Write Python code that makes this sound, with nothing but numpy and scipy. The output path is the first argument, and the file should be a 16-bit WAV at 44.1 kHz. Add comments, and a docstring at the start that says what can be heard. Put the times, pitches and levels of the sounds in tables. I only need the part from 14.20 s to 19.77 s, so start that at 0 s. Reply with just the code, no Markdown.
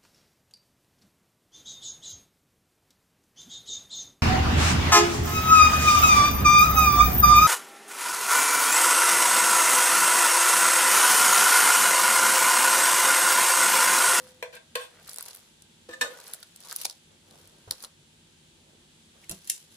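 """Steel tongs knock, scrape and squeak on a paper-lined roasting pan as they lift a small roast bird out.
The pan rings in struck modes over a short clatter; stick and slip on its rim makes the squeaks.
Wet skin and paper snap, crackle, slosh and gulp in the juices, built from noise pops and ringing air pockets.
The bird lands on a china plate with soft thuds, the tongs clink with a bright ring, and a sleeve brushes past.
A low hum, a faint hiss and a thin whine lie below, in a home kitchen with short reflections."""
import sys
import numpy as np
from scipy import signal
from scipy.fft import rfft, irfft
from scipy.io import wavfile
from scipy.ndimage import uniform_filter1d

SR = 44100
rng = np.random.default_rng(int(sys.argv[2]) if len(sys.argv) > 2 else 0)


def master(y):
    """Save y as 16-bit WAV."""
    cut = np.clip(np.atleast_2d(y).T, -1, 1)
    pcm = np.round(cut * 32767)  # scale
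    wavfile.write(sys.argv[1], SR, pcm.astype(np.int16))


N = 245586
TIME = np.arange(N) / SR
HIT = TIME[:SR // 2]   # half a second, the span of one touch
FLAT = [(100, 0), (16000, 0)]   # an even spectrum

# Touches of the tongs on the pan. Each row: start in seconds, level in dB, contact in seconds,
# place along the rim (0 to 2, beyond 2 counts as 2), brightness in dB per octave, clatter in dB.
TONG_KNOCKS = [(0.225, -3.5, 0.0038, 0.29, -0.5, -6.5), (0.326, -14.5, 0.04, 0.4, 2, -4.5),
               (0.363, -21.5, 0.0089, 0.67, 5.5, -14), (0.5530, -2, 0.005, 1.06, 1, 2.5),
               (0.590, -20.5, 0.06, 1.13, 8.5, 10.5), (1.689, -18.5, 0.0085, 2.4, -1.5, -8.5),
               (1.708, -20, 0.006, 2.2, 0.5, -3), (1.726, -16, 0.017, 2, 1, -4),
               (1.8102, -1.5, 0.0069, 2, 3.5, 4.5), (1.820, -11.5, 0.008, 2, -4, -2),
               (1.843, -17, 0.032, 1.66, -3, 4), (1.890, -22.5, 0.046, 2.2, -7, 7)]


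def from_db(db):
    """Decibels to gain."""
    return 10 ** (np.asarray(db) / 20)


def rms_one(x):
    """Scale to unit rms."""
    return x / np.sqrt(np.mean(x ** 2) + 1e-20)


def unit_energy(x):
    """Scale each channel to unit energy."""
    return x / np.sqrt(np.sum(x ** 2, axis=-1, keepdims=True) + 1e-20)


def at_hz(points, hz):
    """Read a table on a log-frequency axis."""
    f, value = np.transpose(points)
    return np.interp(np.log(np.maximum(hz, 1)), np.log(f), value)


def dying(t, t60):
    """Exponential decay, 60 dB down after t60."""
    return np.exp(-np.log(1000) * t / max(t60, 1e-4))


def add(out, s, sound):
    """Mix a sound in at time s; if it starts before zero only the rest is heard."""
    start = round(s * SR)
    sound, start = sound[:, max(-start, 0):], max(start, 0)
    out[:, start:start + sound.shape[1]] += sound[:, :N - start]


def high_pass(x, hz):
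    """Fourth-order low cut."""
    return signal.sosfilt(signal.butter(4, hz, "high", fs=SR, output="sos"), x + 1e-18)


def shaped(white, spectrum, peak_hz=1000, peak_db=0):
    """Two unrelated signals become coloured stereo, alike in the bass, with one optional broad resonance."""
    # Stereo width. Each row: frequency in Hz, left-right likeness from -1 to 1.
    likeness = [(60, 0.95), (250, 0.92), (500, 0.4), (1000, 0.092), (2200, -0.24), (4000, 0.21),
                (8000, -0.051)]
    hz = np.fft.rfftfreq(white.shape[1], 1 / SR) + 1
    mid, side = rfft(white)
    alike = np.clip(at_hz(likeness, hz), -1, 1)
    resonance_db = peak_db * np.exp(-(np.log2(hz / peak_hz) / 0.38) ** 2)
    gain = from_db(at_hz(spectrum, hz) + resonance_db)
    stereo = np.sqrt(1 + alike) * mid + np.sqrt(1 - alike) * side * [[1], [-1]]
    return rms_one(irfft(gain * stereo, white.shape[1]))


def noise(spectrum, size, peak_hz=1000, peak_db=0):
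    """Coloured stereo noise, rms 1."""
    return shaped(rng.standard_normal((2, size)), spectrum, peak_hz, peak_db)


def grains(spectrum, per_s, spread_db, t30):
    """A stream of tiny noise bursts of uneven size, each 30 dB down after t30."""
    born = rng.random(N) < per_s / SR
    sizes = born * from_db(spread_db * np.minimum(rng.exponential(1, N), 3.5))
    power = signal.lfilter([1], [1, -dying(1 / SR, t30)], sizes ** 2 + 1e-18)
    return shaped(np.sqrt(power) * rng.standard_normal((2, N)), spectrum)


def flutter(per_s, size):
    """Random values drawn per_s times a second and joined by straight lines; at most 400 are drawn."""
    turns = rng.standard_normal(400)
    return np.interp(TIME[:size] * per_s, np.arange(len(turns)), turns)


def contact(length, rise_s=0.0074):
    """Force envelope of metal chattering on a surface for a given time."""
    return np.exp(-np.minimum(HIT / max(length, 5e-4), 5) ** 4) * (1 - dying(HIT, rise_s))


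def ring(force, hz, t60):
    """One mode driven by a force; it holds the energy of a dying sine of height 1."""
    r, w = dying(1 / SR, t60), 2 * np.pi * hz / SR
    mode = signal.lfilter([1, 0, -1], [1, -2 * r * np.cos(w), r * r], force + 1e-18)
    return unit_energy(mode) * np.sqrt(np.sum(dying(HIT, t60) ** 2) / 2)


def from_left(x):
    """Sound from the left reaches the right ear a little later."""
    lag_s = .00012
    return np.array([x[0], np.interp(TIME - lag_s, TIME, x[1])])


def pan():
    """Each touch drives the modes that move at its place on the rim, over a quickly dying clatter."""
    # Pan modes. Each row: frequency in Hz, decay t60 in seconds, then the level in dB, before the
    # touch's brightness, when struck at place 0, at place 1 and at place 2.
    pan_modes = [(253, 0.18, -70, -52, -25), (331.6, 0.51, -75, -72, -40.5), (425, 0.15, -50, -52, -57),
                 (470, 0.11, -45, -41, -59), (494, 0.16, -32, -25.5, -36.5), (507, 0.5, -51, -71, -57),
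                 (552, 0.076, -34, -29, -60), (645, 0.11, -36.5, -39, -42), (703, 0.08, -45, -52, -55),
                 (901, 0.1, -42, -42, -47), (990, 0.1, -43, -50, -47), (1082, 0.13, -51, -31, -42),
                 (1224, 0.16, -58, -68, -36), (1485, 0.15, -62, -56, -45), (1582, 0.065, -39, -24.5, -49),
                 (1632, 0.07, -38, -35, -31.5), (1700, 0.038, -37, -36, -52), (1770, 0.06, -47, -44, -36),
                 (1880, 0.032, -34, -44, -50), (1990, 0.05, -29, -42, -53), (2190, 0.093, -36, -52, -49),
                 (2375, 0.04, -24, -40, -54), (2512, 0.13, -50, -39, -37.5), (2610, 0.1, -47, -35, -49),
                 (2900, 0.086, -54, -50, -39), (2986, 0.055, -50, -34.5, -62),
                 (3470, 0.13, -44, -37.5, -58), (3700, 0.045, -62, -59, -35),
                 (3730, 0.061, -58, -56, -36.5), (4090, 0.07, -44, -59, -41), (4190, 0.095, -44, -52, -40),
                 (4560, 0.09, -60, -58, -52), (5500, 0.037, -62, -52, -33.5), (6460, 0.04, -66, -54, -31.5),
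                 (7300, 0.028, -67, -56, -34.5), (7980, 0.025, -60, -50, -29), (8360, 0.023, -58, -32, -34),
                 (9500, 0.02, -54, -46, -54)]
    # Dense upper modes of the sheet metal. Each row: frequency in Hz, relative level in dB per Hz.
    clatter_colour = [(150, -45), (320, -55), (480, -9.5), (800, -2), (1050, 0.5), (1300, -10.5),
                      (1700, -2.5), (3200, 0), (4400, -4), (5500, -9), (10000, -8), (14000, -5.5),
                      (17000, -66)]
    clatter_base_db, clatter_t60 = -21, 0.013
    rattle_depth, rattle_per_s, rattle_full_hz = 0.47, 172, 2500   # slower modes flutter less
    out = np.zeros((2, N))
    for s, db, length, place, tilt_db, clatter_db in TONG_KNOCKS:
        push = contact(length)
        force = push * noise(FLAT, size=len(HIT))
        modes = 0
        for hz, t60, *by_place in pan_modes:
            octaves = np.clip(np.log2(hz / 1000), -1, 2)
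            level_db = np.interp(place, np.arange(3), by_place) + tilt_db * octaves
            # long waves from the pan floor reach both ears alike
            drive = force[:1] if hz < 800 else force
            depth = rattle_depth * min(hz / rattle_full_hz, 1)
            rattle = (1 + depth * flutter(rattle_per_s, size=len(HIT))) / np.hypot(1, depth)
            modes = modes + from_db(level_db) * rattle * ring(drive, hz, t60)
        # the clatter gathers energy for as long as the contact lasts
        energy = signal.lfilter([1], [1, -dying(1 / SR, clatter_t60) ** 2], push / push.sum())
        clatter = np.sqrt(energy) * noise(clatter_colour, size=len(HIT))
        add(out, s, from_db(db) * (modes + from_db(clatter_base_db + clatter_db) * clatter))
    return out


def squeaks():
    """Stick and slip hold one mode of the rim in a rough, wavering tone over grit, until the tongs let go."""
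    # Slides of the tongs on the rim. Each row: start in seconds, length in seconds, pitch in Hz, level in dB.
    slides = [(0.362, .016, 1600, -48), (0.598, .024, 1595, -45), (0.612, .035, 3480, -50),
              (1.688, 0.023, 498.5, -41), (1.693, 0.069, 1754, -48), (1.735, 0.0072, 1770, -35.5),
              (1.751, 0.068, 516, -52), (1.8114, 0.018, 1762, -21.5), (1.813, .03, 500, -38.5),
              (1.812, 0.014, 1626, -30), (1.841, 0.008, 1765, -34), (1.842, 0.022, 1480, -42),
              (1.846, 0.0057, 558, -36), (1.862, 0.0065, 545, -36), (1.867, 0.05, 1786, -51),
              (1.878, 0.011, 502, -44), (1.903, 0.019, 510, -43), (1.934, 0.02, 1456, -48),
              (1.958, 0.014, 542, -48)]
    # Scraping grain. Each row: frequency in Hz, relative level in dB per Hz.
    grit_colour = [(500, -24), (1300, -6), (2000, -6), (3000, -5), (4200, 0), (10000, -3), (16000, -23)]
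    rise_s, release_t60, waver_share = 0.0055, 0.021, 0.015   # rise to -60 dB of full; waver is rms share of pitch
    overtone_db, grit_db = -22, -16
    rough_db, slips_per_cycle = 3, .08   # the grip comes and goes
    out = np.zeros((2, N))
    for s, length, hz, db in slides:
        waver = rms_one(uniform_filter1d(rng.standard_normal(len(HIT)), size=200))
        phase = 2 * np.pi * hz * np.cumsum(1 + waver_share * waver) / SR
        envelope = (1 - dying(HIT, rise_s)) * dying(np.maximum(HIT - length, 0), release_t60)
        grip = from_db(rough_db * flutter(slips_per_cycle * hz, size=len(HIT)))
        # roughness keeps the energy of the smooth envelope
        rough = unit_energy(envelope * grip) * np.sqrt(np.sum(envelope ** 2))
        tone = np.sin(phase) + from_db(overtone_db) * np.sin(2 * phase)
        grit = from_db(grit_db) * noise(grit_colour, size=len(HIT))
        add(out, s, from_db(db) * rough * (tone + grit))
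    return out


def rim():
    """Two close modes still ring from an earlier touch, beating as they die, until the first knock damps them."""
    hz, level_db, t60, beat_hz, partner_db = 510, -47.5, .7, 18.4, -16
    upper = np.sin(2 * np.pi * hz * TIME)
    lower = from_db(partner_db) * np.sin(2 * np.pi * (hz - beat_hz) * TIME)
    damped = dying(np.maximum(TIME - TONG_KNOCKS[0][0], 0), .1)
    tone = from_db(level_db) * (upper + lower) * dying(TIME, t60) * damped
    return from_left(np.tile(tone, (2, 1)))


def plate(crack_db=-20):
    """Steel on china: a hard crack and a short bright ring."""
    # Tongs on the plate. Each row: start in seconds, level in dB, contact in seconds.
    clinks = [(5.0948, -5, 0.001), (5.111, -12, 0.0023), (5.2726, -17.5, 0.0057), (5.297, 2, 0.0056)]
    # Their ring. Each row: frequency in Hz, level in dB, decay t60 in seconds.
    clink_modes = [(1870, -37.5, 0.024), (2050, -51, 0.02), (2730, -31.5, 0.021), (2860, -42, 0.05),
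                   (3160, -38.5, 0.035), (3750, -36.5, 0.039), (4180, -39.5, 0.068), (4470, -41, 0.045),
                   (4350, -44, .05), (5270, -40, 0.043), (5674, -41, 0.072), (6200, -38, 0.05),
                   (6900, -43, .05), (7050, -43, 0.016), (7540, -42, 0.029), (8700, -40, 0.046),
                   (9500, -37, 0.025), (10000, -32, 0.022), (10200, -37, .025), (12870, -34, 0.048)]
    # Colour of the crack. Each row: frequency in Hz, relative level in dB per Hz.
    crack_colour = [(500, -48), (1200, -28), (1900, -12), (4500, -8), (7500, 7.5), (10000, 6),
                    (13500, -1.5), (17000, -26)]
    out = np.zeros((2, N))
    for s, db, length in clinks:
        force = contact(length) * noise(crack_colour, size=len(HIT))
        modes = sum(from_db(mode_db) * ring(force, hz, t60) for hz, mode_db, t60 in clink_modes)
        add(out, s, from_db(db) * (from_db(crack_db) * force + modes))
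    return out


def dragging():
    """Each drag builds up and lets go; gives the level of crackle and of slosh over time, in dB."""
    # Meat dragged through the juices or over the plate. Each row: fastest motion in seconds, build-up in
    # seconds, let-go in seconds, peak crackle in dB before the trim in juices(), peak slosh in dB.
    drags = [(0.06, 0.4, 0.2, -53.5, -60.5), (0.8, 0.41, 0.23, -59, -59.5), (0.9, 0.11, 0.1, -43, -56.5),
             (1.0, 0.056, 0.028, -43.5, -50), (1.08, 0.28, 0.23, -47, -57.5), (1.99, 0.17, 0.12, -50, -53),
             (2.1, 0.35, 0.2, -45.5, -55.5), (2.41, .06, .1, -49, -62), (2.511, 0.15, 0.1, -41.5, -55.5),
             (2.62, 0.21, 0.11, -38, -60), (3.2, 0.25, 0.29, -56.5, -68), (3.64, 0.29, 0.065, -49.5, -62.5),
             (5.04, 0.076, 0.043, -54.5, -63.5), (5.135, 0.11, 0.15, -49.5, -64),
             (5.3, 0.11, 0.22, -44.5, -81), (5.57, 0.12, 0.085, -48, -68)]
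    swell_db, curve = 18.5, 0.99   # fade over one build-up or let-go time; a curve above 1 rounds the top
    crackle, slosh = [], []
    for s, build_s, release_s, crackle_db, slosh_db in drags:
        away = np.maximum((s - TIME) / max(build_s, .01), (TIME - s) / max(release_s, .01))
        fade_db = swell_db * np.minimum(away, 4) ** curve
        crackle.append(crackle_db - fade_db)
        slosh.append(slosh_db - fade_db)
    return np.max(crackle, axis=0), np.max(slosh, axis=0)


def small_snaps(drag_db):
    """Weak snaps at random while the meat moves in the pan, as strong as the drag: rows of (s, dB, Hz, t60)."""
    per_s, over_drag_db, spread_db, t60 = 60, 17, 4.5, 0.0081   # snap energy against the drag's level
    low_hz, high_hz = 3550, 13700
    still_db, lifted_s = -58, 4.2   # none come under this drag level or after the bird is lifted
    draws = rng.random((600, 4))
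    share = per_s * N / SR / len(draws)   # how many of the draws may become snaps
    rows = []
    for when, chance, size, pitch in draws:
        s, level_db = when * N / SR, drag_db[int(when * N)]
        if level_db > still_db and s < lifted_s and chance < share:
            snap_db = level_db + over_drag_db + spread_db * (2 * size - 1)
            rows.append((s, snap_db, low_hz * (high_hz / low_hz) ** pitch, t60))
    return rows


def snaps(drag_db, resonance_db=8, rise_s=0.00092):
    """Films of fat and crisp skin part in millisecond pops, each with a pitch of its own."""
    # Loud snaps of wet skin and paper. Each row: start in seconds, energy in dB, pitch in Hz, decay t60 in seconds.
    loud_snaps = [(0.351, -22.5, 8700, 0.023), (0.8755, -24, 13000, 0.0074), (0.8932, -15.5, 7950, 0.0054),
                  (0.9133, -22, 5470, .007), (0.932, -16.5, 9300, 0.011), (0.9423, -16.5, 9450, 0.011),
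                  (0.9598, -15, 8000, 0.008), (0.9728, -19, 9000, 0.0076), (0.984, -8.5, 10100, 0.004),
                  (1.0078, -12.5, 9400, 0.0098), (1.0254, -13, 13000, 0.0073), (1.054, -20.5, 10000, .012),
                  (1.0596, -18, 7150, 0.017), (1.0830, -17, 12400, .011), (1.1072, -20.5, 4000, .025),
                  (1.1453, -23, 12500, 0.0076), (1.149, -18.5, 11000, .005), (1.1602, -23, 9000, 0.0066),
                  (1.170, -26, 12500, .012), (1.4206, -26, 7040, 0.012), (2.0005, -23, 8160, 0.014),
                  (2.068, -23, 4660, 0.013), (2.0787, -19.5, 10400, .012), (2.1350, -7.5, 10100, 0.0096),
                  (2.143, -17, 9000, 0.033), (2.2279, -17.5, 3950, 0.022), (2.36, -21, 9180, 0.012),
                  (2.403, -24.5, 9000, 0.018), (2.436, -27.5, 4500, .01), (2.4845, -25, 6000, .008),
                  (2.498, -23, 5000, .007), (2.511, -13, 4950, 0.013), (2.5262, -10.5, 9900, 0.0055),
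                  (2.561, -3, 11700, .012), (2.6145, -11, 9900, .014), (2.6468, -11.5, 5000, 0.013),
                  (2.6502, -3, 6970, 0.015), (2.6532, -1, 5140, 0.013), (2.664, -14, 3980, 0.012),
                  (2.697, -12, 5060, 0.015), (2.7086, -18, 4740, 0.019), (3.109, -29.5, 3700, 0.014),
                  (3.2735, -28.5, 9800, 0.0089), (3.2952, -35, 3500, .008), (3.5074, -14, 4300, .008),
                  (3.5091, -9, 10300, .005), (3.5095, 0, 4350, 0.0065), (3.5209, -13, 4380, 0.0094),
                  (3.581, -31, 4500, .007), (3.604, -24, 4570, 0.008), (3.624, -17, 9800, 0.034),
                  (3.6373, -15, 5900, 0.02), (3.646, -14, 4200, 0.022), (5.1124, -10.5, 11300, 0.021),
                  (5.119, -15.5, 6000, .02)]
    # Colour of a 10 kHz snap without its resonance. Each row: frequency in Hz, relative level in dB per Hz.
    snap_colour = [(150, -31), (500, -18), (1300, -8.5), (2300, -16.5), (4200, 1.5), (7000, -4),
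                   (10000, 1.5), (14000, 0.5), (17000, -22)]
    out, t = np.zeros((2, N)), TIME[:2048]
    for s, db, hz, t60 in loud_snaps + small_snaps(drag_db):
        octaves = np.log2(hz / 10 ** 4)
        # lower snaps have more body and less of the top treble
        body_db, top_db = -1 * octaves, 7.5 * octaves
        colour = [(f, level + body_db * (f < 3000) + top_db * (f > 12000)) for f, level in snap_colour]
        envelope = np.minimum(t / rise_s, 1) ** 4 * dying(t, t60)
        pop = envelope * noise(colour, size=len(t), peak_hz=hz, peak_db=resonance_db)
        add(out, s, from_db(db) * unit_energy(pop))
    return out


def bubbles(per_s=800, cycles=8):
    """Pockets of air open in the juices, each ringing for a few cycles at its own pitch."""
    # Slosh colour. Each row: frequency in Hz, relative level in dB of the bubbles at that pitch.
    slosh_colour = [(250, -3), (500, 3), (900, 0.5), (1400, 8), (2300, 2), (4000, -25)]
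    out = np.zeros((2, N))
    pitches = np.geomspace(420, 2400, 16)
    for hz in pitches:
        born = rng.random(N) < per_s / len(pitches) / SR
        r, w = dying(1 / SR, cycles / hz), 2 * np.pi * hz / SR
        pops = rms_one(signal.lfilter([1, 0, -1], [1, -2 * r * np.cos(w), r * r], born + 1e-18))
        # a few samples between the ears place each pitch
        shifted = np.roll(pops, rng.integers(-6, 7))
        out += from_db(at_hz(slosh_colour, hz)) * np.array([shifted, pops])
    return rms_one(out)


def juices(high_db, low_db, crackle_trim_db=-4.0):
    """Fine crackle and a lower, bubbly slosh while the meat moves."""
    # Each row: frequency in Hz, relative level in dB per Hz.
    crackle_colour = [(1500, -11), (3000, -2.5), (4500, 1), (7500, -1.5), (10500, -0.5), (14000, -6.5),
                      (17000, -58)]
    crackle = grains(crackle_colour, per_s=800, spread_db=4.5, t30=.006)
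    return from_db(high_db + crackle_trim_db) * crackle + from_db(low_db) * bubbles()


def gulps():
    """Air sucked in under the meat: a short swell of turbulence in the resonance of a pocket."""
    # Wet gulps. Each row: peak in seconds, half length in seconds, pitch in Hz, level in dB.
    wet_gulps = [(0.888, 0.0021, 1210, -48.5), (0.985, 0.0014, 1080, -44.5), (1.01, .003, 1280, -47),
                 (1.063, 0.0053, 910, -54), (2.094, .006, 1000, -55), (2.139, .006, 1460, -52.5),
                 (2.23, 0.0032, 1340, -50.5), (2.465, .02, 1000, -56), (2.519, .0025, 1550, -41),
                 (2.526, 0.005, 1150, -44.5), (2.652, 0.00324, 700, -38), (2.654, .004, 2430, -38.5),
                 (2.704, 0.0054, 950, -59), (3.511, 0.00083, 1560, -39.5), (3.643, 0.012, 1180, -51.5),
                 (5.042, .009, 2230, -56.5)]
    width = .5   # bandwidth of each of two equal resonators, as a share of the pitch
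    out, t = np.zeros((2, N)), TIME[:4096]
    middle = t[-1] / 2
    for s, half, hz, db in wet_gulps:
        r, w = np.exp(-np.pi * width * hz / SR), 2 * np.pi * hz / SR
        pocket = [1, 0, -1, 1, -2 * r * np.cos(w), r * r]
        swell = np.exp(-((t - middle) / max(half, .001)) ** 2)   # at least 1 ms
        turbulence = swell * rng.standard_normal((1, len(t)))
        gulp = signal.sosfilt([pocket, pocket], turbulence + 1e-18)
        add(out, s - middle, from_db(db) * np.sqrt(np.sum(swell ** 2)) * unit_energy(gulp))
    return out


def thuds(splash_t60=0.13):
    """Soft weight gives a low damped swing and a dull splash."""
    # Weight shifting in the pan and landing on the plate. Each row: start in seconds, level in dB,
    # swing in Hz, splash against the swing in dB.
    landings = [(0.558, -73, 96, -6), (0.985, -65, 603, 5), (1.008, -69, 700, 4), (1.689, -45, 331.5, -7),
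                (1.82, -54.5, 61.6, -9), (2.652, -53.5, 598, 4), (3.475, -43.5, 99.7, -3.5),
                (3.510, -50.5, 519, 7), (3.636, -59.5, 558, 11.5), (5.095, -46.5, 334, -8),
                (5.099, -50, 50.3, -8), (5.106, -41, 166.6, -7), (5.108, -48, 84, -10),
                (5.113, -51, 670, -2), (5.119, -49, 375, -6), (5.121, -42.5, 195.5, -14)]
    # Each row: frequency in Hz, relative level in dB per Hz.
    splash_colour = [(60, 8), (200, 6), (550, 15.5), (1400, 9.5), (2400, -8), (6000, -30)]
    swing_t60 = 0.19
    out = np.zeros((2, N))
    for s, db, hz, splash_db in landings:
        swing = np.sin(2 * np.pi * hz * HIT) * dying(HIT, swing_t60)
        splash = from_db(splash_db) * noise(splash_colour, size=len(HIT)) * dying(HIT, splash_t60)
        soft_start = 1 - dying(HIT, 0.0054)
        add(out, s, from_db(db) * (swing + splash) * soft_start)
    return out


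def sleeve():
    """Cloth brushes past in soft, dull swells as the arm moves."""
    # Brushes of the sleeve. Each row: peak in seconds, half length in seconds, level in dB.
    brushes = [(2.93, 0.04, -66), (3.139, 0.067, -59.5), (3.324, 0.13, -66), (4.518, 0.12, -66.5),
               (4.976, 0.04, -65.5)]
    # Each row: frequency in Hz, relative level in dB per Hz.
    cloth_colour = [(100, -27), (200, -4), (380, 3), (600, 2), (900, -5), (1500, -9), (4000, -36)]
    swell = sum(from_db(db) * np.exp(-((TIME - s) / max(half, .01)) ** 2) for s, half, db in brushes)
    return swell * grains(cloth_colour, per_s=780, spread_db=2.2, t30=.011)


def kitchen(x, build_s=0.00073):
    """Diffuse reflections that build up quickly and die band by band."""
    # Reverberation. Each row: frequency in Hz, decay t60 in seconds.
    room_decay = [(100, 0.33), (500, 0.38), (2000, 0.21), (8000, 0.21), (16000, 0.09)]
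    white = rfft(noise(FLAT, size=len(HIT)))
    hz = np.fft.rfftfreq(len(HIT), 1 / SR) + 1
    centres = np.geomspace(125, 16000, 8)
    tail = 0
    for centre, share in zip(centres, np.eye(len(centres))):
        # each band crossfades into its neighbours
        band = irfft(white * at_hz(list(zip(centres, share)), hz), len(HIT))
        tail = tail + band * dying(HIT, at_hz(room_decay, centre))
    tail = unit_energy(tail * np.minimum(HIT / build_s, 1) ** 2)
    return signal.fftconvolve(x, tail, axes=1)[:, :N]


def counter(x, share_db=0):
    """Near hard surfaces repeat each sound within milliseconds and comb its spectrum."""
    # First reflections from the pan walls and the counter.
    # Each row: delay in seconds, level in dB before the source's share.
    echoes = [(.0019, -20.5), (.0041, -18), (.0062, -15)]
    out = x.copy()
    for delay, db in echoes:
        add(out, delay, from_db(db + share_db) * x)
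    return out


def ducking(x):
    """Gain of the low hum: it sinks while the treble of the sound is busy and then recovers."""
    depth_db, from_level_db, range_db = 6, -54, 1   # the full depth is reached range_db above from_level_db
    release_db_per_s, smooth_s = 96, 0.06
    power = uniform_filter1d(high_pass(x[0], hz=2000) ** 2, size=900)
    level_db = np.minimum(10 * np.log10(np.maximum(power, 1e-12)), from_level_db + 2 * range_db)
    # peaks are held and fall at a steady rate
    release_db = release_db_per_s * TIME
    held_db = np.maximum.accumulate(level_db + release_db) - release_db
    busy = np.clip((held_db - from_level_db) / range_db, 0, 1)
    r = np.exp(-1 / (smooth_s * SR))
    return from_db(-depth_db * signal.lfilter([1 - r], [1, -r], busy))


def background(hum_gain):
    """A low hum, a hiss whose level wanders a little and a faint thin whine."""
    # Each row of both: frequency in Hz, relative level in dB per Hz.
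    hum_colour = [(20, -35), (45, -6), (75, -5), (97, 2), (122, -8.5), (156, 4.5), (190, -3.5), (237, 1.5),
                  (275, -12.5), (330, -2.5), (420, -10), (600, -28), (900, -12), (1500, -46)]
    hiss_colour = [(300, -47), (500, -5.5), (850, -16.5), (1250, -11.5), (1600, -10), (2200, -9),
                   (3400, -3.5), (5300, -11), (8200, -8.5), (11000, -17), (12000, -30), (13500, -19),
                   (15200, -51)]
    hum_db, hiss_db, whine_db = -62.5, -60.5, -83
    wander_spread_db, wander_s = 0.5, 0.205
    whine = from_db(whine_db) * rms_one(ring(rng.standard_normal(N), hz=1578, t60=0.44))
    turns = rng.standard_normal(size=200)
    wander_db = wander_spread_db * np.interp(TIME / wander_s, np.arange(len(turns)), turns)
    hum = hum_gain * from_db(hum_db) * noise(hum_colour, size=N)
    hiss = from_db(hiss_db + wander_db) * noise(hiss_colour, size=N)
    return hum + hiss + whine


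def scene():
    """Close sources, each with its share of the room; thin steel radiates little bass, least of all far away."""
    metal = from_left(high_pass(pan(), hz=405.0))
    squeal = from_left(squeaks())
    china = high_pass(plate(), hz=1300)
    crackle_db, slosh_db = dragging()
    wet = high_pass(juices(crackle_db, slosh_db) + gulps(), hz=269)
    pops = high_pass(snaps(crackle_db), hz=275)
    to_room = from_db(-4.5) * high_pass(metal, hz=598) + from_db(-10.5) * squeal + from_db(-6.5) * china
    to_room += from_db(-11.5) * wet + from_db(-15) * pops
    room = kitchen(to_room)
    near = counter(metal + china + room) + counter(wet + pops, share_db=-3.5) + squeal
    return near + rim() + thuds() + sleeve() + background(ducking(near))


def record(dry):
    """From 8 kHz up the left channel turns mostly into the right one, 0.31 ms late; the extreme top is cut."""
    hz = np.fft.rfftfreq(N, 1 / SR)
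    left, right = rfft(dry)
    turn = np.interp(hz, [8000, 9600], [0, 1.3])   # mixing angle in radians
    late = right * np.exp(-2j * np.pi * (hz - 10200) * .00031)   # in phase at 10.2 kHz
    both = irfft(np.array([np.cos(turn) * left + np.sin(turn) * late, right]), N)
    # 60 dB down from 16.8 kHz
    return signal.sosfilt(signal.cheby2(16, 60, 16800, fs=SR, output="sos"), both)


dry = scene()
out = record(dry)
master(out)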